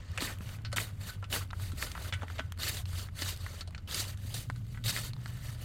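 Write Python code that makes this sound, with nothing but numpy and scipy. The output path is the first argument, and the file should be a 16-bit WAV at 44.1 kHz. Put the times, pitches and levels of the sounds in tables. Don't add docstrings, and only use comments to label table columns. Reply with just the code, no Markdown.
import sys
import numpy as np
from scipy import signal
from scipy.fft import rfft, irfft, next_fast_len
from scipy.io import wavfile
from scipy.ndimage import uniform_filter1d

SR = 44100
rng = np.random.default_rng(int(sys.argv[2]) if len(sys.argv) > 2 else 0)


def natural_amplitude(level_db):
    exponent = np.asarray(level_db, float) / 20
    return 10 ** exponent


def pcm_store(signal):
    levels = np.round(np.clip(np.atleast_2d(signal), -1, 1) * 32767)
    wavfile.write(sys.argv[1], SR, levels.astype(np.int16).T)


N = 248724


def evened(x):
    return x / np.sqrt(np.mean(x ** 2) + 1e-20)


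def read(points, hz):
    f, value = np.transpose(points)
    return np.interp(np.log(hz + 1), np.log(f + 1), value)


def add(mix, s, sound):
    part = mix[round(s * SR):][:len(sound)]
    part += sound[:len(part)]


def coloured(x, gain):
    size = next_fast_len(len(x))
    return irfft(rfft(x, size) * gain(np.fft.rfftfreq(size, 1 / SR)), size)[:len(x)]


def resonate(x, hz, width):
    r = np.exp(-np.pi * width / SR)
    return 2 * signal.lfilter([1 - r], [1, -r * np.exp(2j * np.pi * hz / SR)], x + 1e-18).real


def flicker(ms):
    size = max(int(ms * SR / 1000), 2)
    return evened(uniform_filter1d(uniform_filter1d(rng.standard_normal(N), size), size))


def drone(waver=0.0309, fuzz_db=-4, octave_db=-20, throb_db=4.0):
    # (time [s], pitch [Hz], level [dB])
    engine = [(0.0, 90.3, -51), (0.47, 105.8, -45.5), (0.69, 108.1, -42), (1.0, 96.84, -45),
              (1.26, 99.34, -44.5), (1.71, 88.85, -42.5), (1.92, 79.44, -55), (2.14, 92.56, -43),
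              (2.48, 85.4, -47), (2.8, 90.3, -42), (3.82, 88.26, -48.5), (3.88, 85.17, -47.5),
              (3.99, 97.3, -45.5), (4.229, 100, -44), (4.399, 113.5, -44.5), (4.55, 114.4, -41),
              (5.499, 118.8, -44.5), (5.64, 112.4, -42.5)]
    s, hz, db = np.transpose(engine)
    t = np.arange(N) / SR
    pitch = np.interp(t, s, hz) * (1 + waver * flicker(ms=33.0))
    turns = 2 * np.pi * np.cumsum(pitch) / SR
    note = np.sqrt(2) * np.cos(turns) * natural_amplitude(throb_db * flicker(ms=15.2))
    fuzz = flicker(ms=7.6) * np.cos(turns) + flicker(ms=17.4) * np.sin(turns)
    octave = flicker(ms=5.7) * np.cos(2 * turns) + flicker(ms=13) * np.sin(2 * turns)
    return natural_amplitude(np.interp(t, s, db)) * (note + natural_amplitude(fuzz_db) * fuzz + natural_amplitude(octave_db) * octave)


def air(level_db=-45.5, swell_db=.5):
    # (pitch [Hz], level [dB per Hz])
    rumble = [(12, -11), (20, -2), (98, 6.5), (113, -2.5), (146, -3.5), (337, -24.5), (897, -36.5),
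              (1330, -67), (3160, -59), (4300, -50), (5530, -55), (14300, -70), (16000, -57)]
    noise = coloured(rng.standard_normal(N), lambda hz: natural_amplitude(read(rumble, hz)))
    return natural_amplitude(level_db + swell_db * flicker(ms=420)) * evened(noise)


def motion():
    # (start [s], push [s], hold [s], fade [s], crush [dB])
    stabs = [(0.189, 0.021, 0.046, 0.13, -42), (0.761, 0.00082, 0.019, 0.15, -42.5),
             (0.907, 0.022, 0.091, .03, -72.5), (0.993, 0.021, 0.13, 0.03, -58),
             (1.298, 0.0035, .008, 0.016, -58), (1.302, 0.04, 0.012, 0.081, -38.5),
             (1.376, .02, 0.034, 0.046, -55.5), (1.747, 0.024, 0.13, 0.11, -55),
             (2.586, 0.056, 0.011, .035, -39), (2.852, 0.043, 0.12, 0.037, -54),
             (3.11, 0.047, .03, 0.023, -65), (3.152, 0.063, 0.016, 0.1, -43),
             (3.873, 0.066, 0.042, 0.077, -40.5), (4.838, 0.004, 0.025, 0.032, -51),
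             (4.839, 0.057, 0.0083, 0.033, -36)]
    # (start [s], push [s], hold [s], fade [s], crush [dB])
    drags = [(0.0, 0.0015, 0.15, 0.041, -63.5), (.12, 0.041, .012, 0.018, -60),
             (0.38, 0.052, 0.11, 0.062, -59), (1.03, 0.071, 0.0022, 0.012, -46),
             (1.524, 0.11, .005, 0.16, -52), (1.768, 0.052, 0.0036, 0.097, -43),
             (1.898, 0.15, 0.044, 0.039, -53), (2.106, .02, 0.12, 0.036, -67.5),
             (2.259, 0.036, 0.079, 0.17, -59.5), (2.648, 0.037, 0.0092, 0.03, -34.5),
             (2.678, 0.037, 0.063, 0.071, -45.5), (2.922, 0.068, 0.0044, 0.11, -47.5),
             (3.228, 0.053, 0.0099, 0.09, -40.5), (3.344, 0.073, .2, 0.029, -56.5),
             (3.957, 0.042, 0.007, 0.05, -36), (4.017, 0.029, 0.05, 0.077, -49.5),
             (4.148, 0.12, 0.1, 0.055, -57), (4.305, 0.06, 0.018, 0.11, -47.5),
             (4.45, 0.06, 0.077, 0.07, -69), (4.616, 0.11, .01, 0.16, -64),
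             (4.887, 0.054, 0.034, 0.091, -41), (4.966, 0.045, 0.052, 0.066, -48),
             (5.121, 0.14, 0.11, .08, -61.5), (5.36, 0.089, 0.069, 0.076, -56),
             (5.551, 0.072, 0.024, 0.13, -56)]
    # (at start [dB], at end [dB])
    powder_fizz = [
        (-0.88, -3.5),
        (-1.8, -1.5),
    ]
    # (time [s], flat-on body [dB], powder [dB], freedom to ring [dB])
    lie = [(.1, 0.5, -13.5, 0.5), (.25, 5.5, 0, 0.5), (.5, 2.5, 0, -1.5), (.78, 4.5, 2, -0.5),
           (1.1, 0, 0.5, 0), (1.35, 4, 2, -2), (1.63, 0, -0.5, -.6), (1.83, 1.5, 0.5, 1.5),
           (2.07, 5, 0.5, 1), (2.349, 2.5, -4.5, 0.5), (2.67, 1, -1, 0), (3.0, -1, -0.5, -2),
           (3.26, -0.5, -1.5, 0.5), (3.55, 1, -3, 0.5), (3.97, 0, -3, -0.5), (4.35, -3, 1.5, -1.5),
           (4.9, -0.5, -0.5, 0.5), (5.3, 0.5, 0, 1)]
    bite_db, swell_db, spent_db = -18, -22, -38.5
    rest_db, still_fizz_db = -75, -77.5
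    thin_per_db, even_db = 0.4, -61

    t = np.arange(N) / SR
    crush, fizz = np.full(N, natural_amplitude(2 * rest_db)), np.full(N, natural_amplitude(2 * still_fizz_db))
    for first_db, rows, (start_db, end_db) in zip((bite_db, swell_db), (stabs, drags), powder_fizz):
        for s, push, hold, fade, db in rows:
            at = np.cumsum([0, push, hold, fade])
            u = np.arange(0, at[-1], 1 / SR)
            corners_db = db + np.array([first_db, 0, 0, spent_db])
            power = np.interp(u, at, np.sqrt(natural_amplitude(corners_db))) ** 4
            add(crush, s, power)
            add(fizz, s, power * natural_amplitude(2 * (start_db + (end_db - start_db) * u / at[-1])))
    s, flat_db, powder_db, loose_db = np.transpose(lie)
    crush_db = 10 * np.log10(crush)
    body_db = np.interp(t, s, flat_db) - thin_per_db * (crush_db - even_db)
    fizz_db = 10 * np.log10(fizz) - crush_db + np.interp(t, s, powder_db)
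    return crush_db, body_db, fizz_db, np.interp(t, s, loose_db)


def crystals(per_s=6000, spread_db=1.5, turns=2.4, count=16):
    size = natural_amplitude(spread_db * np.minimum(rng.exponential(1, N), 5)) * rng.choice([-1., 1.], N)
    size *= rng.random(N) < per_s / SR
    kind, out = rng.integers(0, count, N), np.zeros(N)
    for k, hz in enumerate(np.linspace(500, 15500, count)):
        t = np.arange(int(SR * (turns + hz / 1500) / hz)) / SR
        blip = np.sin(2 * np.pi * hz * t) * np.sin(np.pi * t / t[-1]) ** 2
        out += signal.oaconvolve(size * (kind == k), blip / np.linalg.norm(blip))[:N]
    return evened(out)


def patchy(x, depth_db, bins=4, frames=7):
    z = signal.stft(x, nperseg=256, noverlap=192)[2]
    field = rng.standard_normal(z.shape[::-1]).T
    field = evened(uniform_filter1d(uniform_filter1d(field, bins, 0), frames, 1))
    return signal.istft(z * natural_amplitude(depth_db * field), nperseg=256, noverlap=192)[1][:N]


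def blade(x, grip_db=1.0):
    # (pitch [Hz], width [Hz], level [dB])
    modes = [(603, 60, -14), (1335, 67, 3), (1480, 26, -5), (1780, 140, 4), (2100, 39, -6.5),
             (2530, 13, -5), (2960, 26.6, -7.5), (3720, 69, 6), (3983, 26, -2), (4300, 83, 3),
             (4890, 28, -1.5), (5520, 66, -9), (6220, 46, -7), (8080, 220, 1.5)]
    out = np.zeros(N)
    for k, (hz, width, db) in enumerate(modes):
        grip = natural_amplitude(db + grip_db * flicker(ms=94))
        out += (-1) ** k * grip * resonate(x, hz, width)
    return out


def crunch(grain_share=0.24, ring_db=3, ring_slope=0.16, judder_db=1.36, patch_db=2.5, thump_db=-4,
           rim_db=6, rim_hz=4450):
    # (pitch [Hz], level [dB per Hz])
    snow_colour = [(150, 7), (250, 4), (875, -7.5), (1500, -10), (2400, -9), (3000, -6), (4900, -6.5),
                   (5400, -7.5), (8300, 1), (14200, 0.5), (16000, -7.5)]
    band_hz = [
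        450,
        1450,
        3900,
        9500,
    ]
    crush_db, body_db, fizz_db, loose_db = motion()
    drive = np.sqrt(grain_share) * crystals() + np.sqrt(1 - grain_share) * rng.standard_normal(N)
    drive = patchy(drive, patch_db) * natural_amplitude(judder_db * flicker(ms=9))
    ring = natural_amplitude(ring_db + loose_db - ring_slope * body_db)
    drive = drive + natural_amplitude(rim_db) / (1 + ring) * resonate(drive, rim_hz, 230)
    snow = (drive + ring * blade(drive)) / np.sqrt(1 + 0.023 * ring ** 2)
    snow = coloured(snow, lambda hz: natural_amplitude(read(snow_colour, hz)))
    out = np.zeros(N)
    for k, rel_db in enumerate([body_db + thump_db, body_db, 0, fizz_db]):
        shape = list(zip(band_hz, np.eye(4)[k]))
        band = coloured(snow, lambda hz: read(shape, hz) * (hz > 150))
        out += evened(band) * natural_amplitude(crush_db + rel_db)
    return out


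def blows():
    # (time [s], body [dB], body pitch [Hz], edge rel. body [dB], edge pitch [Hz])
    crumbs = [(.096, -69, 1500, 5, 4560), (.116, -66, 510, 15, 5200), (.385, -56, 1824, 8, 2850),
              (.618, -72, 690, 13, 4300), (1.01, -57, 510, -7, 4400), (1.295, -74, 1500, 14, 5400),
              (1.475, -70, 497, 12, 3600), (1.496, -65, 1200, -3, 4060), (1.597, -42, 1120, -12, 4300),
              (2.056, -40, 1308, -7, 3000), (2.521, -36.5, 1444, -1.5, 3100), (2.575, -47, 1500, -2, 4300),
              (3.071, -54, 1500, -6, 4300), (3.362, -59, 1180, 16, 4300), (3.373, -58.5, 2270, 16.5, 4300),
              (3.707, -50.5, 1204, -2.5, 4300), (4.666, -66, 1500, 10.5, 4300),
              (4.824, -62, 2200, 1.5, 2800), (5.235, -56, 1900, -6, 2800), (5.278, -47, 1500, -1, 5400)]
    cracks = [(.175, -30.5, 2180, -1, 2690), (.717, -47, 1530, -3, 2900), (.727, -35.5, 1400, 0.5, 4300),
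              (.735, -46, 600, -10, 4330), (0.762, -38, 1560, -2, 3050), (.769, -33, 1530, 5, 3050),
              (.8, -35, 2024, 1, 2620), (1.225, -40.5, 1110, -15, 2670), (1.718, -47, 1310, 2, 3720),
              (1.95, -36.5, 1070, -11, 2484), (2.136, -34, 2050, -3.5, 3010), (2.22, -36, 1130, -16, 2960),
              (3.674, -48.5, 606, 1, 4290), (3.944, -39.5, 2000, 14, 4770), (4.341, -47, 613, 15, 4000),
              (4.559, -51, 1350, 0, 4300), (4.745, -47, 1680, -22, 3500)]
    snaps = [(0.182, -29, 1690, -16, 4360), (0.221, -32.5, 1920, 3, 2410), (0.407, -41, 1486, -10, 2500),
             (0.49, -44, 1490, 3, 2530), (0.781, -21, 1800, -10, 2510), (1.504, -43.5, 1270, 0, 2640),
             (1.508, -43.5, 1130, 4, 3900), (1.976, -34, 1140, -12, 3520), (2.111, -55, 2085, -6, 3390),
             (2.281, -38.5, 1960, -10, 3550), (2.319, -50, 2160, -16, 2660),
             (2.855, -48.5, 1060, 10.5, 4160), (3.086, -40, 1490, -11, 3400), (3.732, -59, 2040, -24, 2587),
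             (5.133, -48.5, 930, 12.5, 4200), (5.164, -46.5, 902, -5.5, 3950),
             (5.258, -33.5, 1290, -5.5, 4590)]
    bursts = [(0.205, -37, 1940, 8, 4330), (0.247, -40, 1500, -2.5, 4320), (.272, -36, 1850, -3, 2700),
              (1.087, -42, 1400, -1, 4000), (1.326, -35, 1600, 10, 3000), (1.339, -37.5, 1683, 7, 3030),
              (1.408, -43, 1200, -12, 3280), (2.62, -45, 1500, 10, 3000), (2.632, -35.5, 1850, 10, 4200),
              (2.679, -39, 1770, 9, 4410), (2.769, -42.5, 1808, 1.5, 4510), (2.93, -47, 1200, -36, 3670),
              (2.994, -46, 1302, 9, 3017), (3.19, -46, 1450, 10, 3640), (3.26, -39, 1544, -8, 3680),
              (3.875, -62, 1460, 20, 2940), (3.911, -46.5, 1766, 15, 3640), (3.979, -48, 1470, 3, 4930),
              (4.009, -49, 2000, 2.5, 4320), (4.839, -50, 1940, 15, 3670), (4.859, -47, 2160, 15, 3730),
              (4.88, -38, 1530, 9, 4780), (4.893, -32, 1510, 0, 4743), (4.906, -43, 1360, 14, 4770)]
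    dull_knocks = [(.586, -49, 1510, -6, 3040), (1.241, -46.5, 1484, 5.5, 2690),
                   (1.361, -28, 1530, -9, 3020), (2.142, -46, 2000, 0, 3000), (2.23, -35, 694, -9, 3020),
                   (2.394, -27.5, 1340, -5.5, 3230), (2.403, -38.5, 1500, -24, 3000),
                   (3.219, -33, 1900, 2, 4670), (3.608, -44, 1300, 11, 4300), (3.747, -36, 2060, -9, 4270),
                   (3.778, -47, 1290, 2, 4300), (4.773, -41.5, 1610, -16, 3717)]
    rattles = [(.648, -41, 1540, 2.5, 4400), (2.124, -32, 2090, -2.5, 3400), (2.212, -48, 1800, -6, 3500),
               (2.381, -45, 1990, 2, 3120), (2.596, -55, 1500, 13, 4450)]
    ticks = [(1.53, -33, 1280, -19, 2460), (1.825, -21.5, 1920, -11, 2480), (1.916, -46, 2000, 9.5, 4500),
             (2.3, -36, 1190, -13, 3750), (2.39, -33, 1930, -12, 4700), (3.463, -33, 1600, -14, 4653),
             (4.173, -54, 1400, 7, 3770), (4.499, -26.5, 1330, -16.5, 4300), (4.509, -50, 1590, -6, 4130),
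             (4.963, -25.5, 1727, -9, 4450), (4.973, -30.5, 1500, -15, 2560)]
    # (crumble t60 [s], treble rel. edge [dB], top of the treble [Hz],
    # blow over crumble [dB], sharpness of the body [pitch / width])
    kinds = [
        (0.024, -2.5, 10100, 21.5, 1.55),
        (0.025, -15.5, 11700, 22, 1.32),
        (0.064, -2, 9700, 18.5, 1.23),
        (0.054, -8.5, 7670, 18, 0.92),
        (0.1, -8.5, 7900, 2, 1),
        (0.089, -20, 17000, 25, 2.3),
        (0.021, -2, 14400, 25.5, 1.5),
    ]
    groups = [ticks, snaps, cracks, dull_knocks, rattles, bursts, crumbs]
    return [row + kind for rows, kind in zip(groups, kinds) for row in rows]


def clang(strike, low_hz, high_hz, pick_db=7):
    # (pitch [Hz], t60 [s], level [dB])
    free_modes = [(615, 0.11, -3), (1345, 0.09, 5), (1500, 0.17, 3), (1965, 0.17, -2.5), (2110, 0.07, -1.5),
                  (2266, .15, -8), (2560, 0.1, -14), (2960, .07, 2.5), (3400, .055, -5), (3520, 0.09, -14),
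                  (3973, .17, -9), (4340, 0.06, -5)]
    out = np.zeros(len(strike))
    for hz, t60, db in free_modes:
        octaves_off = min(abs(np.log2(hz / low_hz)), abs(np.log2(hz / high_hz)))
        out += natural_amplitude(db - pick_db * octaves_off) * resonate(strike, hz, 2.3 / t60) * t60 / 0.06
    return out


def knocks(wide_db=-12, trim_db=-3, tick_db=2, tick_s=0.00059, ring_db=3, dry_s=0.08, buried_db=-50,
           rim_db=14, rim_width_hz=500):
    t, out = np.arange(5500) / SR, np.zeros(N)
    crush_db = motion()[0]
    low = signal.butter(3, [400, 2400], "band", fs=SR, output="sos")
    edge = signal.butter(3, [2400, 5500], "band", fs=SR, output="sos")
    for s, db, hz, edge_db, rim_hz, t60, crisp_db, top_hz, blow_db, sharp in blows():
        treble = signal.butter(2, [5500, top_hz], "band", fs=SR, output="sos")
        decay = natural_amplitude(-60 * t / t60) + natural_amplitude(tick_db) * np.exp(-t / tick_s)
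        crumble = rng.standard_normal(len(t)) * decay
        blow = crumble + natural_amplitude(blow_db) * (t == 0)
        hollow = resonate(resonate(blow, hz, hz / sharp), hz, hz / sharp)
        rim = blow + natural_amplitude(rim_db) * resonate(blow, rim_hz, rim_width_hz)
        parts = [signal.sosfilt(low, evened(hollow) + natural_amplitude(wide_db) * evened(blow)),
                 signal.sosfilt(edge, rim),
                 signal.sosfilt(treble, crumble)]
        gains = natural_amplitude(np.array([0, edge_db, edge_db + crisp_db]) + db + trim_db)
        body, middle, top = (g * p / np.sqrt(uniform_filter1d(p ** 2, size=66).max())
                             for g, p in zip(gains, parts))
        free = min(t60 / dry_s, 1) ** 2 * min(natural_amplitude(buried_db - crush_db[round(s * SR)]), 1)
        ringing = natural_amplitude(ring_db) * free * clang(body + middle, hz, rim_hz)
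        add(out, s + 0.000964, body + middle + top + ringing)
    return out


def thuds(t60=0.048):
    # (time [s], peak [dB], pitch [Hz])
    dull_blows = [(0.183, -37.5, 514), (0.222, -26.5, 268), (0.244, -44, 300), (.27, -42, 425),
                  (0.406, -35, 190.7), (0.731, -33, 572), (0.783, -43, 370), (1.226, -52, 580),
                  (1.734, -37.5, 268), (2.222, -42, 609), (2.232, -37.5, 240.9), (2.39, -31, 641),
                  (2.402, -35.5, 259), (3.22, -35, 287), (4.249, -39, 233), (4.498, -39, 238),
                  (5.256, -44, 223)]
    t, out = np.arange(4000) / SR, np.zeros(N)
    for s, db, hz in dull_blows:
        swing = natural_amplitude(db - 60 * t / t60) * np.sin(2 * np.pi * hz * t)
        add(out, s, swing * np.minimum(t / 0.0013, 1))
    return out


def scene():
    # (pitch [Hz], level [dB])
    side_colour = [(60, -37), (180, -32), (300, -29), (550, -22.5), (1650, -20), (4970, -14.5), (9000, -13),
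                   (15000, -10)]
    mid = crunch() + knocks() + thuds() + drone() + air()
    scatter = rng.standard_normal(400) * natural_amplitude(-np.arange(400) / 10)
    scattered = signal.oaconvolve(mid, scatter / np.linalg.norm(scatter))[:N]
    side = coloured(scattered, lambda hz: natural_amplitude(read(side_colour, hz) - 11.0))
    return np.array([mid + side, mid - side])


def band_limit(x):
    return signal.sosfilt(signal.butter(12, 16480, fs=SR, output="sos"), x)


def record(dry, edge_hz=16100):
    low_pass = signal.firwin(511, edge_hz, window=("kaiser", 9), fs=SR)
    limited = signal.oaconvolve(dry, low_pass[None], "same")
    return band_limit(limited)


dry = scene()
out = record(dry)
pcm_store(out)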